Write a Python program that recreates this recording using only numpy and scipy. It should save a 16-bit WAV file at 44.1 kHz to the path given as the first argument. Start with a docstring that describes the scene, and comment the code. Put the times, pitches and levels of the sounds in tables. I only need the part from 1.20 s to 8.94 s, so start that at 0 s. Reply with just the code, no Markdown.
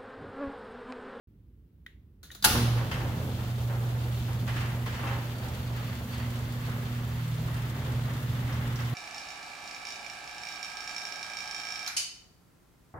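"""A motorized sectional door starts to rise in a large steel warehouse.
First, over the low noise of the air, a push button clicks and creaks nearby. The motor's starter
switch clacks shut and the motor hums on mains power. Then the door panels rumble, rollers rattle
in their tracks, the chain jingles and hinges clank, all far off and washed in the hall's echo."""
import sys
import numpy as np
from scipy import signal
from scipy.fft import rfft, irfft, next_fast_len
from scipy.io import wavfile

SR = 44100
rng = np.random.default_rng(int(sys.argv[2]) if len(sys.argv) > 2 else 0)


def put_to_file(sound):
    """Save the sound as 16-bit audio at rate SR, in the file named by the first command-line argument."""
    columns = np.atleast_2d(sound).T  # one column per channel
    safe = np.clip(columns, -1, 1)
    whole_steps = np.round(safe * 32767)
    wavfile.write(sys.argv[1], SR, whole_steps.astype(np.int16))


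N = 341334
TIME = np.arange(N) / SR
BLOW_SAMPLES = 2 ** 15  # room for one blow to die away
SWITCH_ON_S, RUN_UP_S = 1.2423, .06  # when the motor starts; how long the door's noise takes to come in
RUNNING_S = np.maximum(TIME - SWITCH_ON_S, 0)


def gain_of(db):
    """Turns decibels (dB) into a number to multiply a sound by."""
    return 10 ** (np.asarray(db) / 20)


def evened(x):
    """Scales a signal to an average strength (rms) of 1."""
    return x / np.sqrt(np.mean(x ** 2) + 1e-20)


def read(points, hz):
    """Looks up a table by frequency, sliding smoothly between its rows."""
    table_hz, value = np.transpose(points)
    return np.interp(np.log(hz + 1), np.log(table_hz + 1), value)


def level(points):
    """Joins rows of seconds and dB into a loudness curve."""
    return gain_of(np.interp(TIME, *np.transpose(points)))


def swell(peak_s, half_s):
    """A bell-shaped rise and fall, down to about a third at half_s either side of its peak."""
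    return np.exp(-((TIME - peak_s) / half_s) ** 2)


def dying(fade_s):
    """A fade from 1. Every fade time here is the time taken to fall by 60 dB."""
    return np.exp(-np.log(1000) * TIME[:BLOW_SAMPLES] / fade_s)


def drift(rate_hz):
    """A random wobble of strength 1, mostly slower than rate_hz."""
    t = TIME[::64]
    hz = np.fft.rfftfreq(len(t), t[1])
    slow = rfft(rng.standard_normal(len(t))) / (1 + (hz / rate_hz) ** 2)
    return evened(np.interp(TIME, t, irfft(slow, len(t))))


def add(mix, start_s, sound):
    """Lays a stereo sound into the mix."""
    part = mix[:, round(start_s * SR):][:, :sound.shape[1]]
    part += sound[:, :part.shape[1]]


# How alike left and right are. Each row: frequency in Hz, likeness (1 the same, 0 unrelated).
STEREO_LIKENESS = [(130, 1), (300, 0.9), (600, 0.85), (1000, 0.32), (2000, -0.03), (4000, 0.2),
                   (8000, -0.02), (16000, 0.03)]
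# How far the left wave runs ahead of the right. Each row: frequency in Hz, lead in radians.
LEFT_LEAD = [(400, 0.09), (860, 0.77), (1640, 0.75), (3100, -.5), (5000, -1.4), (7400, -0.49),
             (10000, -2.5), (16000, -2.35)]
# Which side is louder. Each row: frequency in Hz, left minus right in dB.
LEFT_BALANCE = [(60, -2), (150, -2.5), (300, 1), (1700, -0.9), (2500, 2.5), (3500, 0), (5000, -2.5),
                (6700, -2.5), (7900, 2), (10300, 3.5), (11600, -1), (14500, 5.5)]

def noise(colour, size=BLOW_SAMPLES, tilt_db=0):
    """Stereo noise of strength 1. The colour sets its tone; tilt_db per octave brightens it."""
    padded = next_fast_len(size, True)
    hz = np.fft.rfftfreq(padded, 1 / SR)
    left, unrelated = rfft(rng.standard_normal((2, size)), padded)
    same = np.clip(read(STEREO_LIKENESS, hz), -1, 1)
    right = (same * left + np.sqrt(1 - same ** 2) * unrelated) * np.exp(-1j * read(LEFT_LEAD, hz))
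    side = gain_of(read(LEFT_BALANCE, hz) / 2)
    shape = gain_of(read(colour, hz) + tilt_db * np.log2(np.maximum(hz, 400) / 1000))
    return evened(irfft(np.array([left * side, right / side]) * shape, padded)[:, :size])


# How long the hall echoes. Each row: frequency in Hz, fade time in seconds.
HALL_FADE = [(100, 1.8), (500, 1.2), (1500, 0.99), (3000, 1.14), (6000, 0.77), (11000, 0.65), (16000, 0.58)]

def echo(colour, tilt_db=0, lasting=1):
    """The hall answers a blow with a blur of reflections; the treble dies first."""
    hz, t, slices = signal.stft(noise(colour, tilt_db=tilt_db), SR, nperseg=256)
    fade = gain_of(-60 * t / (lasting * read(HALL_FADE, hz)[:, None]))
    return signal.istft(slices * fade, SR, nperseg=256)[1][:, :BLOW_SAMPLES]


def ring(tones, extra_db=0):
    """A struck thing rings with all its tones; higher ones differ more between left and right."""
    hz, db, fade_s = np.transpose(tones)
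    waves = np.exp((2j * np.pi * hz - np.log(1000) / fade_s)[:, None] * TIME[:BLOW_SAMPLES])
    start, apart = rng.uniform(-1.06, 1, (2, len(hz)))
    phase = np.pi * start + np.outer([1, -1], apart) * np.minimum(hz / 1600, 1)
    return ((gain_of(db + extra_db) * np.exp(1j * phase)) @ waves).imag


# The tone of the hall's air. Each row: frequency in Hz, relative level in dB.
AIR_COLOUR = [(20, -29), (35, -24), (55, 8), (100, -1.5), (200, -9), (300, -13.5), (450, -24), (650, -36.5),
              (1200, -38.5), (3000, -44.5), (7000, -54), (11000, -51), (16000, -43)]

def air():
    """The air in the hall makes a low, steady noise."""
    return gain_of(-55) * noise(AIR_COLOUR, size=N)


# The button's snaps. Each row: start in seconds, level in dB, pitch in Hz, fade time in seconds,
# scrape level in dB compared with the snap.
BUTTON_SNAPS = [(.6636, -33, 1940, 0.021, -18), (1.031, -58.5, 1475, 0.076, 8),
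                (1.1033, -39.5, 1870, 0.027, -22), (1.114, -45.5, 3760, 0.065, -3),
                (1.149, -57, 3880, 0.038, 16), (1.2246, -35, 4850, 0.067, -1.5)]
# The tones of its housing. Each row: multiple of the snap's pitch, relative level in dB.
HOUSING_TONES = [(.66, -21), (.79, -9), (1, 1), (1.26, -18), (1.6, -12), (1.88, -12)]
# The tones of its spring. Each row: pitch in Hz, relative level in dB, fade time in seconds.
SPRING_TONES = [(1440, -9, 0.25), (1690, -6, 0.23), (3550, -2, 0.2), (3940, -3, 0.25), (4220, -10, .3),
                (6300, -12, .3), (6750, -11, .25)]
# The spring's bright scrape. Each row: frequency in Hz, relative level in dB.
SCRAPE_COLOUR = [(200, -2), (900, -10.5), (1500, -0.5), (2600, -11.5), (3900, 2), (5100, -7), (6600, -3),
                 (8300, -13), (10200, -3.5), (12000, -10), (14000, -5), (16000, -4.5)]

def button():
    """Each snap rings the button's housing and scrapes its spring; a longer scrape echoes more."""
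    out = np.zeros((2, N))
    for start_s, db, hz, fade_s, scrape_db in BUTTON_SNAPS:
        tones = [(hz * multiple, tone_db, fade_s) for multiple, tone_db in HOUSING_TONES]
        housing = ring(tones) * (1 - dying(.006))
        echo_colour = [(hz / 3, -40), (hz * .75, -15), (hz * .86, -8), (hz, 0),
                       (hz * 1.3, -13), (hz * 1.9, -11), (hz * 2.6, -34), (hz * 8, -45)]
        snap = 1.2 * housing + gain_of(-24.5) * echo(echo_colour, lasting=.34)
        tail = gain_of(-5) * echo(SCRAPE_COLOUR, lasting=.52) + gain_of(-11.5) * ring(SPRING_TONES)
        scrape = noise(SCRAPE_COLOUR) * dying(fade_s * 1.5) + (fade_s / .051) ** 1.65 * tail
        add(out, start_s, gain_of(db) * (snap + gain_of(scrape_db) * scrape))
    return out


# The starter's slam and bounces. Each row: start in seconds, level in dB.
STARTER_HITS = [(1.2423, -16), (1.2466, -10.5), (1.2497, -16.5), (1.2572, -19)]
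# The tones of its steel box. Each row: pitch in Hz, relative level in dB, fade time in seconds.
BOX_TONES = [(738, -14, .9), (792, -19, .6), (858, -2, .25), (1130, -16, .5), (1225, -11, .5),
             (1393, -12, .45), (1447, -8, .38), (1690, -16, .45), (1723, -15, .37), (2660, -17, .6),
             (2757, -16, .6), (2890, -16, .45), (3736, -18, .45), (4443, -11, .38), (4531, -14, .38),
             (4875, -14, .38), (5426, -18, .5), (6438, -22, .5), (9055, -21, .36), (10001, -18, .35),
             (10414, -17, .3), (11148, -11, .27), (11351, -12, .27)]
# The tone of the clack and of its echo. Each row: frequency in Hz, relative level in dB.
CLACK_COLOUR = [(60, -20), (500, -18), (850, -7), (1500, 6), (2250, -8.5), (2700, -1.5), (4600, -1.5),
                (6600, -3.5), (7100, -5), (8700, -5), (10000, -1), (11400, 6.5), (11900, -3), (16000, -8.5)]
CLACK_ECHO_COLOUR = [(50, 8), (130, 7.5), (300, 3), (700, -5), (1400, 5.5), (2200, -1.5), (3000, 2),
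                     (5000, 3), (6500, 0.5), (7300, -5), (8800, -3.5), (11200, 2), (12200, -3),
                     (16000, -1.5)]

def starter():
    """The starter switch slams shut and bounces; its box rings on and the hall fills with echo."""
    out = np.zeros((2, N))
    clack = noise(CLACK_COLOUR) * (dying(.046) + .19 * dying(.076)) * (1 - dying(.002))
    for start_s, db in STARTER_HITS:
        add(out, start_s, gain_of(db) * clack)
    slam_s = STARTER_HITS[0][0]
    add(out, slam_s, gain_of(-21.5) * ring(BOX_TONES) * (1 - dying(.02)))
    add(out, slam_s, gain_of(-21) * echo(CLACK_ECHO_COLOUR) * (1 - dying(.06)))
    return out


# The hum's pitch sags briefly. Each row: time in seconds, pitch in Hz.
MOTOR_PITCH = [(1.3, 119), (1.6, 118.2), (1.8, 120)]
# The buzz from the first rush of current. Each row: multiple of the hum's pitch, peak level in dB.
BUZZ_TONES = [(2, -31.7), (3, -41), (4, -43.5)]
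# The running hum, and the tone an octave above it. Each row: time in seconds, level in dB.
HUM_LEVEL = [(1.7, -39.0), (1.8, -30.7), (2.06, -36.3), (2.45, -30.0), (3.65, -32.2), (3.79, -39.0),
             (3.91, -31.9), (4.39, -40.0), (4.52, -32.5), (4.86, -40.4), (5.05, -32.5), (5.29, -34.8),
             (6.45, -32.3), (6.58, -38.8), (6.75, -30.7), (7.02, -36.1), (7.06, -31.3), (7.7, -31.6)]
OCTAVE_LEVEL = [(1.7, -48), (2.5, -60), (3.1, -51), (4.4, -51), (5.0, -44.3), (5.9, -46), (6.15, -51),
                (6.7, -47), (7.7, -47.5)]

def motor():
    """Magnetism makes the motor hum at twice the mains frequency; it surges as it takes the load."""
    surge_db, rise_s, hold_s, fall_s = -25.5, .18, .16, .096
    hz = np.interp(TIME, *np.transpose(MOTOR_PITCH))
    angle = 2 * np.pi * np.cumsum(hz) / SR + .05 * drift(3)
    at_speed = np.clip((RUNNING_S - rise_s - hold_s) / fall_s, 0, 1)
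    surge = gain_of(surge_db) * np.minimum(RUNNING_S / rise_s, 1) ** 2 * (1 - at_speed) * np.sin(angle)
    current_rush = swell(SWITCH_ON_S + .15, half_s=.072) * (RUNNING_S > 0)
    buzz = current_rush * sum(gain_of(db) * np.sin(multiple * angle) for multiple, db in BUZZ_TONES)
    hum = level(HUM_LEVEL) * np.sin(angle) + level(OCTAVE_LEVEL) * np.sin(2 * angle)
    waver = gain_of(.4 * drift(5))
    left_right = gain_of([[-1], [.8]])
    return np.sqrt(2) * (surge + buzz + at_speed * waver * hum) * left_right


# The tone of the panels' rumble. Each row: frequency in Hz, relative level in dB.
RUMBLE_COLOUR = [(15, -36), (30, -28), (48, -3.5), (62, -5), (76, 3.5), (88, -1.5), (100, 4.5), (118, -7.5),
                 (150, -2), (178, -8), (205, -6), (260, -12.5), (340, -18.5), (600, -47)]
# How loud they rumble. Each row: time in seconds, level in dB.
PANEL_LEVEL = [(1.3, -31.5), (1.5, -36), (2.0, -34.5), (2.45, -39.5), (3.45, -36), (4.0, -39), (5.5, -39.5),
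               (6.9, -38.5), (7.35, -35), (7.7, -38)]
# Their own low notes. Each row: peak time in seconds, half length in seconds, pitch in Hz, level in dB.
PANEL_NOTES = [(1.38, .14, 200, -48), (1.42, .06, 286, -46), (1.893, .099, 230, -44.5),
               (1.923, .12, 152, -44), (2.25, .2, 200, -47), (5.518, .12, 156.7, -45),
               (6.17, 0.29, 158, -37), (6.95, 0.72, 137.9, -39)]

def panels():
    """The big sheets rumble, and now and then one of their own notes swells and fades."""
    out = np.minimum(RUNNING_S / RUN_UP_S, 1) * level(PANEL_LEVEL) * noise(RUMBLE_COLOUR, size=N)
    waver = .7 * drift(5.4)
    for peak_s, half_s, hz, db in PANEL_NOTES:
        out += np.sqrt(2) * gain_of(db) * swell(peak_s, half_s) * np.sin(2 * np.pi * hz * TIME + waver)
    return out


def moving(base_db, jerk_db=0, settle_s=.1, growth_db_per_s=0, uneven_db=.25):
    """A moving part's loudness: it may start with a jerk, and grow as more panels ride over the bend."""
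    jerk = jerk_db * np.exp(-RUNNING_S / settle_s)
    db = base_db + jerk + growth_db_per_s * RUNNING_S + uneven_db * drift(3)
    return np.minimum(RUNNING_S / RUN_UP_S, 1) * gain_of(db)


def knocking(colour, per_s, spread_db, burst):
    """Tiny knocks come from all over the door; each is a short burst, then a long echo."""
    knocks = rng.random(N) < per_s / SR
    strength = gain_of(spread_db * np.minimum(rng.exponential(1, N), 3))
    fade = dying(1) + burst * dying(.08)
    power = signal.oaconvolve(knocks * strength ** 2, fade ** 2)[:N]
    return evened(np.sqrt(abs(power))) * noise(colour, size=N)


def repeated(taps, sound):
    """Plays the same sound at every tap, and scales the result to strength 1."""
    return evened(signal.oaconvolve(taps[None], sound, axes=1)[:, :N])


# Moments when the wheels grind harder or run free. Each row: peak time in seconds,
# half length in seconds, extra rolling in dB, extra rattle in dB.
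GRIND_MOMENTS = [(1.85, .12, 2, 2), (3.47, .14, 2.5, 1), (3.87, .12, 4, 5), (4.28, .11, 2, 3.2),
                 (4.65, .1, 1, 3.5), (4.86, .06, -2, -3), (5.03, .08, .5, 2.5), (5.52, .09, 1, 4.5),
                 (6.13, .1, -.5, -2), (6.7, .35, 2.3, 1.2), (7.45, .45, 0, 2.9)]
# The tone of the wheels, loose parts and chain. Each row: frequency in Hz, relative level in dB.
ROLL_COLOUR = [(120, -3.5), (300, 1.5), (560, 2.5), (660, 0), (880, -1), (1100, -8), (1500, -7),
               (2500, -38), (6000, -34)]
RATTLE_COLOUR = [(300, -15), (700, -6.5), (1150, 2.5), (1500, -0.5), (1800, 1), (2100, -.5), (2450, -7),
                 (3100, -8), (5000, -26), (16000, -54)]
JINGLE_COLOUR = [(1500, -20), (2400, -1.5), (3100, 0.5), (3500, 2), (3950, -2.5), (4300, -1.5),
                 (4520, -3.5), (4800, -4.5), (5500, -9), (6900, -10.5), (8500, -15), (16000, -30)]
# The steel hinges and tracks. 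Each row: pitch in Hz, relative level in dB, fade time in seconds.
STEEL_TONES = [(550, -4, .4), (799, -3.5, 0.6), (910, 2.5, 0.35), (1072, -0.5, 0.53), (1310, -3, 0.84),
               (1710, -3, 0.3), (2050, 2.5, 0.31), (2680, 2, 0.35), (2800, -9, 0.64), (2940, -2.5, 0.35),
               (3156, -1, 0.25), (3570, -7, .3), (4360, -16, 0.25), (5005, -10, 0.2)]

def rollers():
    """Wheels roll in the tracks, shake loose parts into ringing and set the chain jingling."""
    roll_grind = gain_of(sum(db * swell(peak_s, half_s) for peak_s, half_s, db, _ in GRIND_MOMENTS))
    rattle_grind = gain_of(sum(db * swell(peak_s, half_s) for peak_s, half_s, _, db in GRIND_MOMENTS))
    roll_gain = moving(-47.7, jerk_db=7, settle_s=1.1, uneven_db=.3) * roll_grind
    roll = knocking(ROLL_COLOUR, per_s=90, spread_db=2, burst=1.5)
    taps = (rng.random(N) < 120 / SR) * rng.standard_normal(N)  # about 120 a second
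    ringing = gain_of(-12.5) * repeated(taps, ring(STEEL_TONES) * dying(.12))
    rattle_gain = moving(-53.5, growth_db_per_s=1.05) * rattle_grind
    rattle = knocking(RATTLE_COLOUR, per_s=260, spread_db=.5, burst=1.8) + ringing
    jingle_gain = moving(-52.3, jerk_db=1, growth_db_per_s=.08) * roll_grind ** .3
    jingle = knocking(JINGLE_COLOUR, per_s=140, spread_db=.5, burst=2.5)
    return roll_gain * roll + rattle_gain * rattle + jingle_gain * jingle


# The tone of the drive's hiss. Each row: frequency in Hz, relative level in dB.
HISS_COLOUR = [(500, -13), (3000, 5), (5000, -1), (7000, 2), (8200, -2), (10300, -1.5), (12000, 3),
               (13200, 3), (14400, 4.5), (16000, 3)]

def hiss():
    """A fine, bright hiss flickers and faintly pulses while the drive runs."""
    pulse_hz = 106.75
    angle = 2 * np.pi * pulse_hz * TIME + .35 * drift(2)
    pulsing = 1 + .06 * np.cos(angle) + .09 * np.cos(2 * angle)
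    flicker = gain_of(.95 * drift(22))
    fade_in = np.minimum(RUNNING_S / .2, 1)
    return gain_of(-51) * fade_in * pulsing * flicker * noise(HISS_COLOUR, size=N)


# Knocks of hinges and rollers. Each row: start in seconds, level in dB, brightening in dB per octave,
# ringing level in dB compared with the echo.
HINGE_KNOCKS = [(1.345, -34.3, -4, -11), (1.568, -41, -2, -15), (1.600, -41.5, -8.5, -8),
                (1.7119, -37.7, 2.7, -9), (1.80, -43, -7.5, -11), (2.186, -46, -4.5, -8),
                (2.4943, -42.5, -5.5, -11), (3.08, -45, -6, -12), (3.276, -39, 1.5, -12.5),
                (3.3602, -39, 1.5, -14), (3.405, -42, 1, -13), (3.6589, -40.8, 2, -16),
                (3.7387, -43.5, 2, -14), (3.7907, -42.5, -3, -14), (3.8329, -40.3, -5.5, -2.5),
                (3.8682, -40, 1, -11), (3.9046, -41.5, -5, -2.5), (4.5546, -47, -3, -14),
                (4.9292, -47.5, 1, -13), (4.9965, -46.5, -2, -13), (6.2755, -47.5, -2, -12),
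                (7.5868, -44.5, 0.5, -16)]
# The tone of their echo. Each row: frequency in Hz, relative level in dB.
CLANK_COLOUR = [(80, -7), (300, -2), (600, -3.5), (900, 6), (1400, 5.5), (1800, 6.5), (2300, 1), (2900, -1),
                (3800, -9), (5000, -11), (6000, -14.5), (8000, -20), (16000, -29)]

def clanks():
    """Panels fold over the track's bend: the steel rings, differently each time, inside a long echo."""
    out = np.zeros((2, N))
    octaves = np.log2(np.transpose(STEEL_TONES)[0] / 1000)
    for start_s, db, tilt_db, ring_db in HINGE_KNOCKS:
        wash = echo(CLANK_COLOUR, tilt_db, lasting=.91) * (1 + .87 * dying(.072))
        steel = ring(STEEL_TONES, extra_db=tilt_db * octaves + 2 * rng.standard_normal(len(octaves)))
        add(out, start_s, gain_of(db) * (wash + gain_of(ring_db) * steel) * (1 - dying(.021)))
    return out


# The tone of one chain link. Each row: frequency in Hz, relative level in dB.
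LINK_COLOUR = [(1200, -9), (2800, -1), (4400, 0), (6000, -5), (7500, -4), (10000, -7.5), (15000, -12)]

def chain():
    """Links of the moving chain chink here and there."""
    taps = (rng.random(N) < 16 / SR) * rng.uniform(.3, 1, N)  # about 16 a second
    fade_in = np.minimum(RUNNING_S / 2, 1)
    return gain_of(-60) * fade_in * repeated(taps, noise(LINK_COLOUR) * dying(.094))


def dry_roller():
    """A dry roller squeals faintly on and off, most in the middle of the door's travel."""
    hz = 4500 + 75 * drift(120)
    squeal = evened(np.sin(2 * np.pi * np.cumsum(hz) / SR) * gain_of(4 * drift(14)))
    fade_in = np.minimum(RUNNING_S / 2, 1)
    left_right = gain_of([[-2], [2]])
    return gain_of(-66.5) * fade_in * swell(peak_s=4.6, half_s=1.9) * squeal * left_right


# Light metal ticks. Each row: start in seconds, level in dB.
METAL_TICKS = [(7.325, -48), (7.557, -44), (7.602, -46.5), (7.648, -49)]
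# The tone of a tick. Each row: frequency in Hz, relative level in dB.
TICK_COLOUR = [(1500, -20), (4500, -3), (5400, 0), (5900, -1), (6500, -9), (8000, -12), (15000, -23)]

def ticks():
    """Metal ticks lightly a few times near the end."""
    out = np.zeros((2, N))
    for start_s, db in METAL_TICKS:
        add(out, start_s, gain_of(db) * noise(TICK_COLOUR) * dying(.14))
    return out


def scene():
    """The door and its drive, over the low noise of the hall's air."""
    return (air() + button() + starter() + motor() + panels() + rollers()
            + hiss() + clanks() + chain() + dry_roller() + ticks())


def record(dry):
    """The sound comes in after a moment of silence, with its very highest treble cut off."""
    start_s, cutoff_hz = .072, 15850
    fade_in = np.clip((TIME - start_s) * SR / 64, 0, 1)
    treble_cut = signal.firwin(511, cutoff_hz, window=("kaiser", 9), fs=SR)
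    return signal.oaconvolve(dry * fade_in, treble_cut[None], "same")


dry = scene()
out = record(dry)
put_to_file(out)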